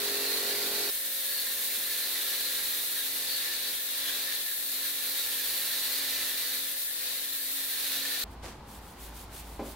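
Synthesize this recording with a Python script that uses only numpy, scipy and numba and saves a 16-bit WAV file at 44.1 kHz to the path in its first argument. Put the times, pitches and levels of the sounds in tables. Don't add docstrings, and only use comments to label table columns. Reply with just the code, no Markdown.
import sys
import numpy as np
from scipy import signal
from scipy.fft import rfft, irfft
from scipy.io import wavfile
from scipy.ndimage import map_coordinates
from numba import njit

SR = 44100
rng = np.random.default_rng(int(sys.argv[2]) if len(sys.argv) > 2 else 0)


def put_to_file(sound):
    columns = np.atleast_2d(sound).T
    safe = np.clip(columns, -1, 1)
    whole_steps = np.round(safe * 32767)
    wavfile.write(sys.argv[1], SR, whole_steps.astype(np.int16))


N = 429975
T = np.arange(N) / SR
FREQS = np.fft.rfftfreq(N, 1 / SR)
FRONT_S, SCRUB_S = 0.901, 8.240
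SHAFT_HZ, PISTONS = 45.46, 3
TOP_HZ = 15750


# time_s, level_db
NOZZLE_HISS = [(0.05, -38.0), (1.31, -37), (1.55, -36), (2.27, -37), (2.39, -37.5), (2.75, -35.5),
               (3.53, -39.5), (3.77, -37.5), (3.83, -40.4), (3.95, -39), (4.55, -38.7), (5.57, -36),
               (6.83, -38.5), (6.95, -40.5), (7.73, -37.1), (8.19, -39)]

def spray(turns, aim_db):
    facing_db = swing(NOZZLE_HISS)
    spread_db = at_car(-0.3, -0.55) - 0.4 * aim_db - 0.65 * facing_db
    pan_db = at_car(-0.96, 0.55) - 0.21 * aim_db - 0.27 * facing_db
    hiss = jet(curve(NOZZLE_HISS), aim_db, spread_db)
    wash = splash(aim_db, spread_db) + cannon(aim_db, spread_db)
    wash = reflections(wash, echo_db=-16.5, sway_ms=0.1)
    sputter_db = 0.45 * walk(18) + 0.44 * walk(300)
    ripple_db = 0.11 * np.sin(2 * np.pi * PISTONS * turns)
    return (hiss + wash) * undb(sputter_db + ripple_db + np.array([pan_db, -pan_db]) / 2)


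# time_s, level_db
LANCE_SWEEPS = [(0.96, -42.5), (1.38, -40), (2.46, -37.5), (2.52, -38.5), (2.76, -39), (2.88, -39.7),
                (3.42, -38.5), (3.6, -39), (3.66, -37.5), (3.84, -42.5), (4.08, -37), (4.32, -39),
                (4.56, -44.5), (4.74, -40.5), (6.24, -36), (6.3, -38.5), (6.54, -39), (6.9, -45),
                (7.08, -39.5), (7.38, -43.5), (7.98, -37), (8.19, -38)]

def lance_aim():
    return swing(LANCE_SWEEPS) * after(FRONT_S)


# frequency_hz, density_db
JET_SPECTRUM = [(2000, -28.5), (5000, -14.5), (7200, -10), (9500, -4), (11500, -2), (13000, -0.5),
                (15500, -3.5)]

def jet(nozzle_db, aim_db, spread_db):
    hiss = tint(droplets(scatter_db=1, spread_db=spread_db), JET_SPECTRUM)
    level_db = nozzle_db - 0.07 + 0.38 * walk(25) + 0.071 * aim_db
    return unit(hiss, band_hz=(9000, 15000)) * undb(level_db)


# pitch_ratio, width_hz, relative_db
CHAMBER_MODES = [(0.466, 630, -7), (.915, 666, -1), (1.0, 550, -0.5), (1.096, 610, -1)]

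def cannon(aim_db, spread_db):
    roar_hz = at_car(4140, 3955) * np.exp(0.019 * walk(7.4))
    roar = 0
    for ratio, width_hz, db in CHAMBER_MODES:
        churn = droplets(scatter_db=2, spread_db=0.83 * spread_db)
        roar = roar + ring(churn, ratio * roar_hz, width_hz) * undb(db + 0.91 * walk(5))
    roar = unit(roar, band_hz=(3400, 4700)) * undb(0.3 * walk(45))
    roar *= driven(aim_db, rear_db=-39.5, front_db=-42.5, follow=1.12)
    return roar + whistle(aim_db) + surges()


def whistle(aim_db):
    pitch_hz = 1770 * np.exp(0.016 * walk(10))
    tone = ring(droplets(scatter_db=0.5), pitch_hz, width_hz=210)
    gain = driven(aim_db, rear_db=-54.5, front_db=-54.5, follow=0.47) * undb(2.7 * walk(7.3))
    return unit(tone, band_hz=(1700, 1900)) * gain


# middle_s, pitch_hz, level_db, length_s
CHAMBER_SURGES = [(.31, 4200, -39, 0.18), (1.38, 4390, -46, .2), (2.03, 4120, -43, .07),
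                  (2.46, 4060, -43, .06), (2.79, 3860, -44, 0.083), (3.002, 3860, -41, .07),
                  (3.332, 4460, -40.5, 0.1), (3.46, 1790, -46.5, .16), (3.657, 3970, -45, .06),
                  (4.297, 1800, -48, .1), (5.196, 3830, -41, .05), (6.18, 3950, -50, .14),
                  (8.15, 1770, -46.5, .14)]

def surges():
    middles_s, pitches_hz, _, _ = np.transpose(CHAMBER_SURGES)
    nearest = np.abs(T - middles_s[:, None]).argmin(axis=0)
    envelope = sum(undb(db) * swell(s, length_s) for s, _, db, length_s in CHAMBER_SURGES)
    return unit(ring(droplets(scatter_db=1), pitches_hz[nearest], width_hz=180)) * envelope


# frequency_hz, density_db
SPLASH_SPECTRUM = [(300, -32), (750, -10.5), (1050, -8.5), (1500, -2.5), (2600, 2.5), (5000, 1), (7500, -4),
                   (15000, -11)]

def splash(aim_db, spread_db):
    patter = tint(droplets(scatter_db=3, spread_db=0.86 * spread_db), SPLASH_SPECTRUM)
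    gain = driven(aim_db, rear_db=-46.5, front_db=-49.5, follow=1.12)
    return unit(patter, band_hz=(2200, 3100)) * gain


# frequency_hz, density_db
PANEL_SPECTRUM = [(40, -34), (90, -32), (180, -8), (300, -3), (500, 3), (750, -0.5), (1100, -2), (2000, -2),
                  (6000, -55)]

def panels(aim_db):
    drumming = tint(droplets(scatter_db=2.5), PANEL_SPECTRUM)
    gain = driven(aim_db, rear_db=-56, front_db=-62.5, follow=1.04) * undb(0.8 * walk(10))
    return unit(drumming, band_hz=(610, 1100)) * gain


# frequency_hz, density_db
BONNET_SPECTRUM = [(40, -18), (90, -2), (140, -2), (220, -3), (400, 0), (1000, -40)]
# middle_s, length_s, level_db
BONNET_SWELLS = [(1.85, .2, -67), (2.74, .36, -69), (4.18, .36, -77)]

def bonnet(aim_db, start_s=1.6):
    steady = undb(-72.5 + 0.8 * aim_db + 1.5 * walk(4))
    swells = sum(undb(db) * swell(s, length_s) for s, length_s, db in BONNET_SWELLS)
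    boom = unit(tint(droplets(scatter_db=1.5), BONNET_SPECTRUM))
    return boom * np.hypot(steady, swells) * after(start_s)


# shaft_harmonic, relative_db
REAR_HARMONICS = [(2, -70.5), (3, -69), (4, -68), (5, -60), (6, -53), (7, -62), (8, -54.5), (9, -43),
                  (10, -49), (11, -55), (12, -52.5), (13, -58), (14, -73), (15, -54.5), (16, -69),
                  (17, -59.5), (19, -58.5), (20, -69), (21, -73), (22, -69), (24, -60), (25, -66),
                  (26, -63.2), (27, -71.5), (28, -71), (30, -64), (31, -57), (32, -62), (33, -72),
                  (34, -57.5), (36, -65), (39, -71), (40, -62), (43, -54)]
# shaft_harmonic, initial_relative_db, drift_db_per_s
FRONT_HARMONICS = [(3, -78, 0.5), (5, -73.5, 0), (6, -64, 0.54), (7, -76, 0), (8, -66.5, -.5),
                   (9, -63.5, -1.9), (10, -64, -0.6), (11, -65, 0), (12, -60, -0.83), (13, -71.5, 0.5),
                   (15, -69, 0), (18, -71, 0), (23, -78, 0), (24, -82, 1)]
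# frequency_hz, density_db
VALVE_SPECTRUM = [(40, -24), (140, -26), (230, -0.5), (400, 2.5), (600, -5), (900, -3.5), (1500, -15),
                  (2200, -7), (4500, -16), (9000, -24)]

def pump(turns, aim_db):
    impacts = droplets(scatter_db=4.5) * undb(2.6 * np.cos(2 * np.pi * turns))
    rattle = undb(-49.5) * unit(tint(impacts, VALVE_SPECTRUM))
    near = undb(-2) * pump_tones(turns, REAR_HARMONICS, waver_db=0.8) + rattle
    drifting = [(order, db + drift * (T - FRONT_S)) for order, db, drift in FRONT_HARMONICS]
    far = undb(-0.97 + 0.98 * aim_db) * pump_tones(turns, drifting, waver_db=1.8)
    return at_car(near, far)


def pump_tones(turns, harmonics, waver_db):
    tones = 0
    for order, db in harmonics:
        phase = 2 * np.pi * (order * turns + rng.random()) + 0.11 * walk(3.7)
        tones = tones + np.sqrt(2) * undb(db + waver_db * walk(2.9)) * np.sin(phase)
    return tones


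# frequency_hz, density_db
BRISTLE_SPECTRUM = [(700, -19), (1600, -10), (3500, 0.5), (5800, -3), (8500, 0.5), (12000, 1),
                    (15500, -1.5)]
# frequency_hz, density_db
RUB_SPECTRUM = [(400, -14), (900, -10), (1500, 3), (3500, -1), (6000, -7), (15000, -17)]

def brush():
    flicks = unit(tint(droplets(scatter_db=3.5, spread_db=-4), BRISTLE_SPECTRUM))
    flicks *= strokes(stretch=1, steepness=4.4) * undb(0.74 * walk(70))
    rub = unit(tint(droplets(scatter_db=4.5), RUB_SPECTRUM))
    rub *= strokes(stretch=1.63, steepness=4) * undb(-9)
    return flicks + rub


# middle_s, length_s, level_db
BRUSH_STROKES = [(8.325, 0.046, -61.5), (8.735, 0.1, -53.5), (8.882, 0.11, -57), (9.042, 0.094, -50),
                 (9.193, 0.1, -50.5), (9.374, 0.09, -48), (9.513, 0.13, -55), (9.692, 0.096, -49.5)]

def strokes(stretch, steepness):
    return sum(undb(db) / (1 + np.abs((T - s) / (stretch * length_s / 2)) ** steepness)
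               for s, length_s, db in BRUSH_STROKES)


# start_s, level_db, t60_s
BRUSH_SLAPS = [(8.422, -29, 0.3)]
# frequency_hz, density_db
FOAM_SPECTRUM = [(120, -7), (250, 2), (600, 2), (1300, -4), (2200, -7), (5000, -11.5), (9000, -15),
                 (15000, -23)]

def slap():
    envelope = sum(undb(db) * decay(s, rise_s=0.067, t60_s=t60_s) for s, db, t60_s in BRUSH_SLAPS)
    return unit(tint(droplets(scatter_db=4.5), FOAM_SPECTRUM)) * envelope


# start_s, level_db, cutoff_hz
BLOWS = [(1.772, -48, 220), (9.591, -33.5, 1500)]
# pitch_hz, relative_db, t60_s
HOLLOW_MODES = [(140, -20, .3), (228, -8, 0.54), (273, -2, 0.18), (318, -1.5, 0.18), (385, -19, 0.18),
                (428, -10, 0.27), (540, -6, 0.2), (690, -9, 0.19), (793, 0, 0.12), (1023, -2, 0.092),
                (1230, -18, .12)]
# frequency_hz, density_db
CLATTER_SPECTRUM = [(100, -22), (250, 2.5), (560, -1.5), (1000, -12), (1500, -17), (6000, -22)]

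def bumps(rise_s=0.0028):
    thuds = 0
    for start_s, db, cutoff_hz in BLOWS:
        modes = 0
        for hz, mode_db, t60_s in HOLLOW_MODES:
            phase = 2 * np.pi * (hz * T + rng.random())
            modes = modes + undb(mode_db) * decay(start_s, rise_s, t60_s) * np.sin(phase)
        clatter = unit(tint(rng.standard_normal(N), CLATTER_SPECTRUM))
        clatter *= decay(start_s, rise_s, t60_s=0.33)
        blow = undb(db) * (1.84 * modes / np.abs(modes).max() + 1.1 * clatter)
        thuds = thuds + irfft(rfft(blow) / (1 + 1j * FREQS / cutoff_hz), N)
    return garage_echo(thuds, t60_s=0.54, wet_db=-3.5)


# time_s, relative_db
HUM_LEVELS = [(8.28, -47.5), (8.844, -51), (8.88, -65), (9.04, -45), (9.368, -50.5), (9.508, -45),
              (9.75, -49)]

def motor_hum(aim_db, pitch_hz=54.8):
    spraying = driven(aim_db, rear_db=-68, front_db=-71, follow=1.2)
    scrubbing = undb(curve(HUM_LEVELS) - 1.2)
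    gain = (spraying + (scrubbing - spraying) * after(SCRUB_S)) * undb(1.2 * walk(5))
    return np.sqrt(2) * gain * np.sin(2 * np.pi * pitch_hz * T + 0.06 * walk(3))


def reflections(x, echo_db, sway_ms, count=9):
    total = x
    for delay_ms in np.geomspace(3, 24, count) * rng.uniform(0.85, 1.15, count):
        emitted_s = T - (delay_ms + sway_ms * walk(1.5)) / 1000
        echo = np.array([map_coordinates(channel, [emitted_s * SR], order=3) for channel in x])
        total = total + undb(echo_db) * echo
    return total / np.sqrt(1 + count * undb(echo_db) ** 2)


def garage_echo(x, t60_s, wet_db):
    tail = (droplets(scatter_db=0) * decay(0, rise_s=0.006, t60_s=t60_s))[:, :SR]
    tail /= np.sqrt(np.sum(tail ** 2) / 2)
    return x + undb(wet_db) * signal.fftconvolve(x[None], tail, axes=1)[:, :N]


# frequency_hz, density_db
AIR_SPECTRUM = [(25, -6), (45, -6), (72, 4), (120, -4.5), (210, -3.5), (400, -9), (620, -11.5), (880, -6),
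                (1300, -15), (2400, -23), (4400, -26.5), (6000, -34), (15000, -40)]

def garage_air():
    return unit(tint(droplets(scatter_db=2), AIR_SPECTRUM)) * undb(-48.5 + 0.25 * walk(6.3))


# frequency_hz, side_minus_mid_db
STEREO_WIDTH = [(60, -37), (200, -25), (380, -9.5), (700, -8), (1300, -7), (2400, -4.5), (4400, -0.5),
                (8000, 0), (15000, 2)]

def droplets(scatter_db, spread_db=0):
    mid, side = rng.standard_normal((2, N)) * undb(scatter_db * rng.standard_normal(N))
    side = tint(side, STEREO_WIDTH) * undb(spread_db)
    return np.array([mid + side, mid - side])


def ring(x, hz, width_hz):
    width_hz = float(width_hz)
    return np.array([resonate(resonate(channel, hz, width_hz), hz, width_hz) for channel in x])


@njit
def resonate(x, hz, width_hz):
    y, band_state, low_state = np.empty(len(x)), 0., 0.
    for i in range(len(x)):
        step, damping = np.tan(np.pi * hz[i] / SR), width_hz / hz[i]
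        band = (band_state + step * (x[i] - low_state)) / (1 + step * (step + damping))
        band_state = 2 * band - band_state
        low_state += 2 * step * band
        y[i] = damping * band
    return y


def undb(db):
    return 10 ** (np.asarray(db) / 20)


def curve(table):
    return np.interp(T, *np.transpose(table))


def swing(table):
    db = curve(table)
    return db - db[T < SCRUB_S].mean()


def tint(x, spectrum):
    hz, db = np.transpose(spectrum)
    gain = undb(np.interp(np.log(FREQS + 1), np.log(hz), db))
    return irfft(rfft(x) * gain, N)


def unit(x, band_hz=(20, TOP_HZ)):
    in_band = (FREQS > band_hz[0]) & (FREQS < band_hz[1])
    bins = rfft(np.atleast_2d(x).mean(0))[in_band]
    return x * N / np.sqrt(2 * np.sum(np.abs(bins) ** 2))


def walk(rate_hz):
    wander = irfft(rfft(rng.standard_normal(N)) / (1 + (FREQS / rate_hz) ** 4), N)
    return wander / wander.std()


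def after(time_s):
    return np.clip((T - time_s) / 0.004 + 0.5, 0, 1)


def decay(start_s, rise_s, t60_s):
    age_s = np.maximum(T - start_s, 0)
    return (1 - np.exp(-age_s / rise_s)) * np.exp(-np.log(1000) * age_s / t60_s)


def swell(middle_s, length_s):
    return np.exp(-((T - middle_s) / (length_s / 2)) ** 2)


def at_car(rear, front):
    return rear + (front - rear) * after(FRONT_S)


def driven(aim_db, rear_db, front_db, follow):
    return undb(at_car(rear_db, front_db) + follow * aim_db)


def scene():
    turns = np.cumsum(SHAFT_HZ * (1 + 0.00066 * walk(1.7))) / SR
    aim_db = lance_aim()
    washer = spray(turns, aim_db) + panels(aim_db) + bonnet(aim_db) + pump(turns, aim_db)
    scrubbing = brush() + slap() + garage_air()
    spray_off = after(SCRUB_S)
    return washer * (1 - spray_off) + scrubbing * spray_off + bumps() + motor_hum(aim_db)


def record(dry):
    return signal.sosfilt(signal.ellip(12, 0.1, 80, TOP_HZ, fs=SR, output="sos"), dry)


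dry = scene()
out = record(dry)
put_to_file(out)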